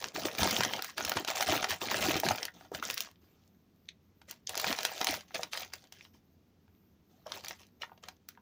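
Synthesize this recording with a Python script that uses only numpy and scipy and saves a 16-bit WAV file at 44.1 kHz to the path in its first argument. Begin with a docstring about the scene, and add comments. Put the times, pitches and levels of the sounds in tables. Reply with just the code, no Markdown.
"""Foil-lined snack bag in the hands

A snack bag is turned over close to the microphone in a small quiet room. Creases snap as noise impulses
ringing through resonators; random small buckles and rubbing make the crackle, panel flexing and air thuds.
The air cavity and short reflections colour them, and between bursts a low hum and thin whine remain."""
import sys
import numpy as np
from scipy import signal
from scipy.fft import rfft, irfft
from scipy.io import wavfile
from scipy.ndimage import uniform_filter1d

SR = 44100
rng = np.random.default_rng(int(sys.argv[2]) if len(sys.argv) > 2 else 0)


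def master(y):
    """Save y as 16-bit WAV."""
    cut = np.clip(np.atleast_2d(y).T, -1, 1)
    pcm = np.round(cut * 32767)  # scale
    wavfile.write(sys.argv[1], SR, pcm.astype(np.int16))


N = 370881
TIME = np.arange(N) / SR


def from_db(db):
    """Decibels to amplitude gain: 20 dB is a factor of ten."""
    return 10 ** (np.asarray(db) / 20)


def rms_one(x):
    """Normalise the effective (root-mean-square) amplitude to 1."""
    return x / np.sqrt(np.mean(x ** 2) + 1e-20)


def at_hz(points, hz):
    """Interpolate a table on a logarithmic frequency axis."""
    known_hz, values = np.transpose(points)
    return np.interp(np.log(np.maximum(hz, 1)), np.log(known_hz), values)


def drift(per_s):
    """Slow random modulation: a new normal value per_s times a second, joined by straight lines."""
    values = rng.standard_normal(2000)
    return np.interp(TIME * per_s, np.arange(len(values)), values)


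def resonate(x, hz, q):
    """Two-pole resonance with gain 1 at its centre; a higher q rings longer."""
    w = 2 * np.pi * min(hz, SR / 2 - 1000) / SR
    damping = np.sin(w) / (2 * q)
    numerator = [damping, 0, -damping]
    denominator = [1 + damping, -2 * np.cos(w), 1 - damping]
    return signal.lfilter(numerator, denominator, x + 1e-18)


def colour(x, points):
    """Minimum-phase filtering: folding the cepstrum makes a causal filter of the given response."""
    size = 8192
    bins_hz = np.arange(size // 2 + 1) * SR / size
    cepstrum = irfft(np.log(from_db(at_hz(points, bins_hz))))
    cepstrum[1:size // 2] *= 2
    cepstrum[size // 2 + 1:] = 0
    impulse_response = irfft(np.exp(rfft(cepstrum)))
    return signal.fftconvolve(x, impulse_response)[:N]


def snaps(rows, q):
    """Snap-through buckling: a crease flips, rings its facet and leaves the film shivering."""
    swell_s, swell_db = 0.0029, -25
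    shiver_s, shiver_db = 0.017, -28
    edge_db, wall_db = -17, -8
    lead = SR // 200   # samples before the flip
    t = TIME[:SR // 25] - lead / SR
    distance_s = np.abs(t)
    out = np.zeros(N + len(t))
    for s, level_db, hz, flip_s in rows:
        # a hard first crack, then the rest of the flip, then the shiver
        crack = np.exp(-distance_s / (0.12 * flip_s))
        flip = np.exp(-distance_s / flip_s)
        shiver = from_db(shiver_db) * np.exp(-distance_s / shiver_s)
        rise = 1 - np.exp(-4 * distance_s / flip_s)
        # a faint noise swells before the flip and fades after it
        swell = from_db(swell_db) * np.exp(-distance_s / swell_s)
        envelope = swell + (t > 0) * rise * (crack + flip + shiver)
        force = rng.standard_normal(len(t)) * envelope
        ring = rms_one(resonate(resonate(force, hz, q), hz, q))
        # the sharper the tuning, the less broadband edge
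        snap = ring + from_db(edge_db) / (1 + q * q) * rms_one(force)
        # the far wall of the bag echoes it, from a different distance each time
        lag = int(SR * rng.uniform(.0005, .0022))
        echo = np.pad(snap, (lag, 0))[:len(t)]
        snap = rms_one(snap + from_db(wall_db) * echo)
        start = max(round(s * SR) - lead, 0)
        # the level counts all the energy as if within one millisecond
        out[start:start + len(t)] += from_db(level_db) * snap * np.sqrt(SR / 1000 / len(t))
    return out[:N]


def lesser_snaps(wrinkle_db):
    """Random point process: smaller creases give way oftener and louder under a firm grip."""
    firmest_per_s, rate_follows = 45, 0.33   # rate under the firmest grip; share of the grip's dB it follows
    firmest_db, level_follows, spread_db = -26.5, 0.75, 4   # likewise for level, with its scatter
    centre_hz, spread_octaves, flip_s = 2400, .8, 0.00062
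    slots = np.arange(0, N, SR // 200)
    chance = rng.random(len(slots))
    size, pitch = rng.standard_normal((len(slots), 2)).clip(-2, 2).T
    grip_db = wrinkle_db[slots] - wrinkle_db.max()
    per_s = firmest_per_s * from_db(rate_follows * grip_db)
    level_db = firmest_db + level_follows * grip_db + spread_db * size
    ring_hz = centre_hz * 2 ** (spread_octaves * pitch)
    rows = np.transpose([TIME[slots], level_db, ring_hz, np.full(len(slots), flip_s)])
    return rows[chance < per_s * TIME[slots[1]]]


def creases(wrinkle_db):
    """Impulsive radiation of buckling creases; q sets how clearly each kind rings."""
    # single crease snaps, from loud cracks to faint ticks:
    # start_s, level_db (over one millisecond), ring_hz, flip_s
    crease_snaps = [(0.0422, -24.5, 1420, 0.00074), (0.162, -27, 1000, 0.00032), (0.2535, -24, 1340, .002),
                    (0.3508, -31, 1340, 0.0005), (0.4319, -17, 1510, .0005), (0.5092, -21, 3275, 0.0011),
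                    (0.5277, -26.5, 1340, 0.00045), (0.607, -17.5, 840, 0.0016),
                    (0.6343, -19, 2410, 0.0013), (0.6491, -20.5, 1510, 0.0013), (0.7354, -22, 1060, 0.0012),
                    (0.7916, -27.5, 710, .003), (0.8225, -25.5, 3420, 0.00075), (0.8443, -28, 3220, 0.0021),
                    (0.9035, -41, 2020, 0.00056), (0.9798, -25, 2710, 0.00094), (1.0078, -25.5, 500, .0005),
                    (1.049, -22.5, 3620, 0.0025), (1.095, -22, 9000, 0.00062), (1.118, -20.5, 710, 0.0018),
                    (1.1693, -19.5, 1000, 0.0031), (1.248, -28, 1700, 0.0012), (1.2824, -24, 950, 0.0042),
                    (1.409, -21.5, 2270, 0.0009), (1.426, -20, 2550, 0.00024), (1.5227, -20, 440, .001),
                    (1.6268, -23.5, 950, 0.0021), (1.6428, -18.5, 1060, 0.002), (1.7066, -23, 2140, 0.0013),
                    (1.8155, -27, 1130, 0.0016), (1.9435, -21.5, 840, .0012), (2.1567, -22, 350, 0.00092),
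                    (2.2002, -24.5, 6890, 0.00031), (2.2865, -18, 1420, 0.0015),
                    (2.3578, -31.5, 5460, .0014), (2.3829, -29.5, 630, .0008),
                    (2.4294, -24.5, 1800, 0.0021), (2.453, -25, 2410, 0.00055), (2.6102, -46, 630, 0.00082),
                    (2.7478, -27.5, 1910, 0.0026), (2.9008, -22.5, 2710, 0.00077),
                    (2.9093, -28.5, 6890, 0.00042), (2.9424, -27.5, 11000, 0.00036),
                    (2.978, -24.5, 3840, 0.00062), (3.0056, -22.5, 5150, .0005),
                    (3.012, -33.5, 8210, .0003), (3.1132, -52, 3620, .0007), (4.2155, -48, 1340, 0.0031),
                    (4.3102, -32, 6500, .0023), (4.4935, -24.5, 3040, 0.00058),
                    (4.5542, -27.5, 2710, 0.00066), (4.5762, -23, 3220, 0.00078),
                    (4.5985, -22, 2410, 0.00022), (4.6437, -21, 590, 0.00059), (4.7272, -22, 2410, 0.00071),
                    (4.7879, -24.5, 1340, 0.0012), (4.807, -32.5, 2870, 0.00027),
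                    (4.8312, -28, 3040, .0009), (4.8512, -16, 2870, 0.00032), (5.0135, -20.5, 1130, .0013),
                    (5.0452, -20.5, 4200, 0.00052), (5.07, -18.5, 2550, 0.00071),
                    (5.1088, -27, 6500, 0.0012), (5.141, -28.5, 1510, 0.0012), (5.2072, -40.5, 1510, .0025),
                    (5.345, -26, 1700, 0.0039), (5.3549, -27, 890, 0.0015), (5.4323, -24.5, 1700, .002),
                    (5.533, -29, 2140, .001), (5.5737, -27.5, 2550, .0014), (5.6072, -36, 2270, .0008),
                    (5.7351, -29.5, 2550, 0.0022), (5.8406, -51, 2547, 0.00049),
                    (5.9232, -39, 2550, 0.0021), (6.044, -56, 6490, .0005), (7.3199, -27.5, 1000, .0004),
                    (7.4463, -35.5, 2870, 0.0018), (7.4833, -29, 4850, 0.0014),
                    (7.5079, -31.5, 950, 0.0026), (7.9764, -52, 630, .0036), (8.0371, -39, 1000, 0.0021),
                    (8.085, -34, 1800, 0.0024), (8.2876, -35, 6130, 0.0012)]
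    # taut panels popping through with a clear pitch: start_s, level_db (over one millisecond), ring_hz, flip_s
    taut_panels = [(0.5655, -20.5, 3420, .0004), (1.9151, -23.5, 820, 0.00089),
                   (2.2339, -21, 752.8, 0.00063), (2.3083, -18, 764, 0.0012), (2.4816, -32.5, 1840, 0.0026),
                   (2.7162, -29, 366, 0.0045), (2.8257, -24, 1190, 0.0029), (2.8519, -27, 5460, 0.00052),
                   (3.8884, -33.5, 3260, 0.00056), (4.472, -26.5, 4590, .0004), (5.3936, -30, 630, .001),
                   (6.0088, -42.5, 2109, 0.0015), (7.2625, -34.5, 560.3, 0.0032),
                   (7.2765, -39, 590, 0.0026), (7.82, -29, 2893, 0.00022), (7.8326, -30, 1256, 0.0019),
                   (7.8953, -49.5, 1340, 0.00093), (7.9172, -43.5, 674, 0.0038),
                   (8.3747, -47, 840, 0.00087)]
    return snaps(crease_snaps, q=.19) + snaps(taut_panels, q=1.2) + snaps(lesser_snaps(wrinkle_db), q=0.65)


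def grains(level_db, spectrum, per_s, spread_db, rub_db, q, reach, even_s, count):
    """Shot-noise excitation of resonators: random buckles ring facets over the smooth rub of film."""
    swing_db, changes_per_s = 4, 35   # wandering of each facet's gain
    bending_delay_s = .002   # longest way across the film, at 1 kHz
    rate = per_s * from_db(.2 * (level_db + 42))   # per_s holds at -42 dB
    born = np.flatnonzero(rng.random(N) < rate / SR)
    sizes = from_db(spread_db * np.minimum(rng.exponential(1, len(born)), 4))
    # light handling only slides the film; it takes some force to buckle it
    sizes = sizes / (1 + from_db(-.45 * (level_db[born] + 66.5)))
    pitches = np.geomspace(spectrum[0][0], spectrum[-1][0], count)
    facet = rng.uniform(-1, count, len(born))
    travel_s = bending_delay_s * rng.random(len(born))
    out = np.zeros(N)
    for k, hz in enumerate(pitches):
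        # bending waves cross the film more slowly the lower they are
        delay = (SR * travel_s * np.sqrt(1000 / hz)).astype(int)
        arrive = np.minimum(born + delay, N - 1)
        # a buckle also shakes the facets of neighbouring size
        coupling = 1 / (1 + ((k - facet) / reach) ** 2)
        clicks = np.zeros(N)
        clicks[arrive] = sizes * rng.standard_normal(len(born)) * coupling
        force = rms_one(clicks) + from_db(rub_db) * rng.standard_normal(N)
        # facets come and go as the bag changes shape
        gain = from_db(at_hz(spectrum, hz) + swing_db * drift(changes_per_s))
        out += gain * rms_one(resonate(resonate(force, hz, q), hz, q))
    # the hands feed in energy at a steady pace, however it is shared among the buckles
    power = uniform_filter1d(out ** 2, max(int(even_s * SR), 2))
    return from_db(level_db) * out / np.sqrt(np.abs(power) + .003 * np.mean(out ** 2))


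def wrinkles(level_db):
    """Crackling noise: dense buckling of tiny facets, which ring high."""
    # relative strength of the wrinkle facets: pitch_hz, level_db (per band)
    wrinkle_colour = [(1300, -5.5), (2000, 0.5), (2800, 0.5), (4200, 1), (6300, 2.5), (9500, -1),
                      (15000, -6)]
    return grains(level_db, wrinkle_colour, per_s=600, spread_db=1.5, rub_db=-3.0, q=5.0, reach=5.2,
                  even_s=0.042, count=18)


def panels(level_db):
    """Plate flexure: the wide panels ring lower and buckle less often."""
    # relative strength of the panel resonances: pitch_hz, level_db (per band)
    panel_colour = [(400, -5), (560, 3), (740, -1), (950, -4), (1250, 0)]
    return grains(level_db, panel_colour, per_s=300, spread_db=2.5, rub_db=-12, q=5.0, reach=1.8,
                  even_s=0.075, count=10)


def body(level_db):
    """Low, broad resonances: the air inside thuds softly."""
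    # relative strength of the thud resonances: pitch_hz, level_db (per band)
    body_colour = [(75, -5), (110, -0.5), (200, 0.5), (360, 5.5)]
    return grains(level_db, body_colour, per_s=200, spread_db=3.5, rub_db=-18.0, q=3.0, reach=2.0,
                  even_s=0.11, count=8)


def handling():
    """Driving envelope of crackle, flexing and thuds in dB: straight dB slopes are exponential in amplitude."""
    # the fingers squeeze or shift the bag: start_s, hold_s, wrinkle_db, panel_db, body_db
    squeezes = [(0.0, 0.076, -51, -51, -57.5), (0.15, 0.072, -44, -46, -45), (0.25, 0.011, -38, -38, -39),
                (0.298, 0.082, -50.5, -50, -57.5), (0.386, 0.09, -33, -37, -35),
                (0.486, 0.17, -36, -43, -39.5), (0.678, 0.092, -43, -44, -49),
                (0.83, .06, -48.5, -56, -65.5), (0.975, 0.18, -44, -47, -49), (1.158, 0.031, -41, -44, -40),
                (1.28, .03, -37, -40.5, -61), (1.355, 0.071, -37, -41, -54), (1.47, 0.096, -34, -37, -37),
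                (1.589, 0.064, -42.5, -44, -53.5), (1.695, .02, -36, -42, -45),
                (1.813, 0.081, -42, -45, -46), (1.911, 0.099, -36.5, -42, -43.5),
                (2.019, .15, -34, -39, -35), (2.24, 0.08, -37.5, -42, -37.5),
                (2.36, 0.08, -48, -51.5, -64.5), (2.542, .11, -63, -65.5, -62),
                (2.739, 0.032, -49.5, -51.5, -44.5), (2.83, .1, -45, -53.5, -56),
                (2.969, .07, -47.5, -60, -64), (3.217, .26, -76, -80, -72.5),
                (4.289, 0.019, -52.5, -61, -65.5), (4.495, 0.046, -50, -53.5, -62),
                (4.569, 0.093, -42, -48, -57), (4.666, 0.047, -35.5, -41.5, -43),
                (4.763, 0.25, -44, -49, -62), (5.007, 0.015, -42, -44, -53), (5.075, .02, -34, -38.5, -41),
                (5.11, .04, -39.5, -46, -50), (5.282, .04, -66, -72, -73), (5.349, .02, -45.5, -46, -61.5),
                (5.39, .05, -52, -53, -58.5), (5.526, 0.1, -44.5, -51.5, -64),
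                (5.731, 0.022, -53.5, -66.5, -72.5), (5.792, .06, -67, -71.5, -75.5),
                (5.929, 0.12, -62.5, -75.5, -75.5), (6.139, .02, -69.5, -74, -74),
                (7.099, 0.17, -76.5, -76, -71.5), (7.265, 0.061, -57.5, -56.5, -67.5),
                (7.34, 0.033, -49, -52.5, -59.5), (7.438, 0.084, -51, -60.5, -64.5),
                (7.593, .02, -60, -68.5, -69), (7.814, 0.022, -58, -58.5, -66),
                (8.032, 0.061, -63, -65, -74.5), (8.292, 0.014, -65.5, -76.5, -72.5)]
    # the grip bites fast, eases while held, lets go
    attack_db_per_s, sag_db_per_s, release_db_per_s = 1398.5, 15, 303
    # the film stirs faintly before and after each squeeze
    settle_db, settle_db_per_s = -22, 128
    resting_db = -88.0   # the bag merely held
    t = TIME[::44]
    levels = np.full((3, len(t)), resting_db)
    for start, hold, *strength_db in squeezes:
        before = np.maximum(start - t, 0)
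        after = np.maximum(t - start - hold, 0)
        sag = sag_db_per_s * np.clip(t - start, 0, hold)
        grip = -attack_db_per_s * before - release_db_per_s * after
        settle = settle_db - release_db_per_s * before - settle_db_per_s * after
        squeeze = np.array(strength_db)[:, None] + np.maximum(grip, settle) - sag
        levels = np.maximum(levels, squeeze)
    return [np.interp(TIME, t, level) for level in levels]


def cavity(x):
    """Cavity resonance: the air in the bag favours a few pitches."""
    # hollow of the bag: pitch_hz, width_hz, lift_db
    modes = [(736, 110, 6.5), (2760, 41, 1.5)]
    return x + sum((from_db(lift_db) - 1) * resonate(x, hz, hz / width) for hz, width, lift_db in modes)


def room(x):
    """Reverberation: reflections from the desk and near walls, dying sooner in the treble."""
    # room decay: band_hz, t60_s (time to fall 60 dB)
    decay_times = [(150, 0.11), (1000, 0.14), (3000, 0.099), (7000, 0.055), (15000, 0.015)]
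    wet_db, onset_s = -14.5, 0.0033
    t = TIME[:SR // 3]
    edges = np.geomspace(60, 18000, 9)
    tail = 0
    for low, high in zip(edges, edges[1:]):
        band_pass = signal.butter(2, [low, high], "band", fs=SR, output="sos")
        band = signal.sosfilt(band_pass, rng.standard_normal(len(t)))
        t60_s = at_hz(decay_times, np.sqrt(low * high))
        tail = tail + band * from_db(-60 * t / t60_s)
    tail = tail * (1 - np.exp(-t / onset_s))
    tail = tail / np.sqrt(np.sum(tail ** 2))   # unit energy
    return x + from_db(wet_db) * signal.fftconvolve(x, tail)[:N]


def background():
    """Stationary filtered noise: low room hum and hiss with a faint, narrow electrical whine."""
    # relative spectrum of hum and hiss: frequency_hz, level_db (per Hz)
    floor_colour = [(25, -16), (50, -11.5), (85, 7), (125, -4), (180, 3), (380, -7), (600, -17.5),
                    (1500, -24.5), (6300, -31), (8500, -43), (16000, -36.5)]
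    floor_db = -66.5
    whine_hz, whine_width_hz, whine_db = 14449, 21, -82
    hum = rms_one(colour(rng.standard_normal(N), floor_colour))
    q = whine_hz / whine_width_hz
    whine = rms_one(resonate(resonate(rng.standard_normal(N), whine_hz, q), whine_hz, q))
    return from_db(floor_db) * hum + from_db(whine_db) * whine


def scene():
    """Superposition: snaps, crackle, flexing and thuds add in the room, over the background."""
    # microphone response: frequency_hz, gain_db
    microphone = [(30, 1.5), (70, -2.5), (6300, 1), (8200, -8), (13300, -2), (14400, -6), (15000, 13.5),
                  (15650, 1.5), (16000, -13.5)]
    wrinkle_db, panel_db, body_db = handling()
    film = creases(wrinkle_db) + wrinkles(wrinkle_db) + panels(panel_db)
    bag = room(cavity(film) + body(body_db))
    return (colour(bag, microphone) + background())[None]


def record(dry):
    """Band limitation: a steep elliptic low-pass removes the top."""
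    cutoff_hz = 16500
    low_pass = signal.ellip(10, .1, 80, cutoff_hz, fs=SR, output="sos")
    return signal.sosfilt(low_pass, dry)


dry = scene()
out = record(dry)
master(out)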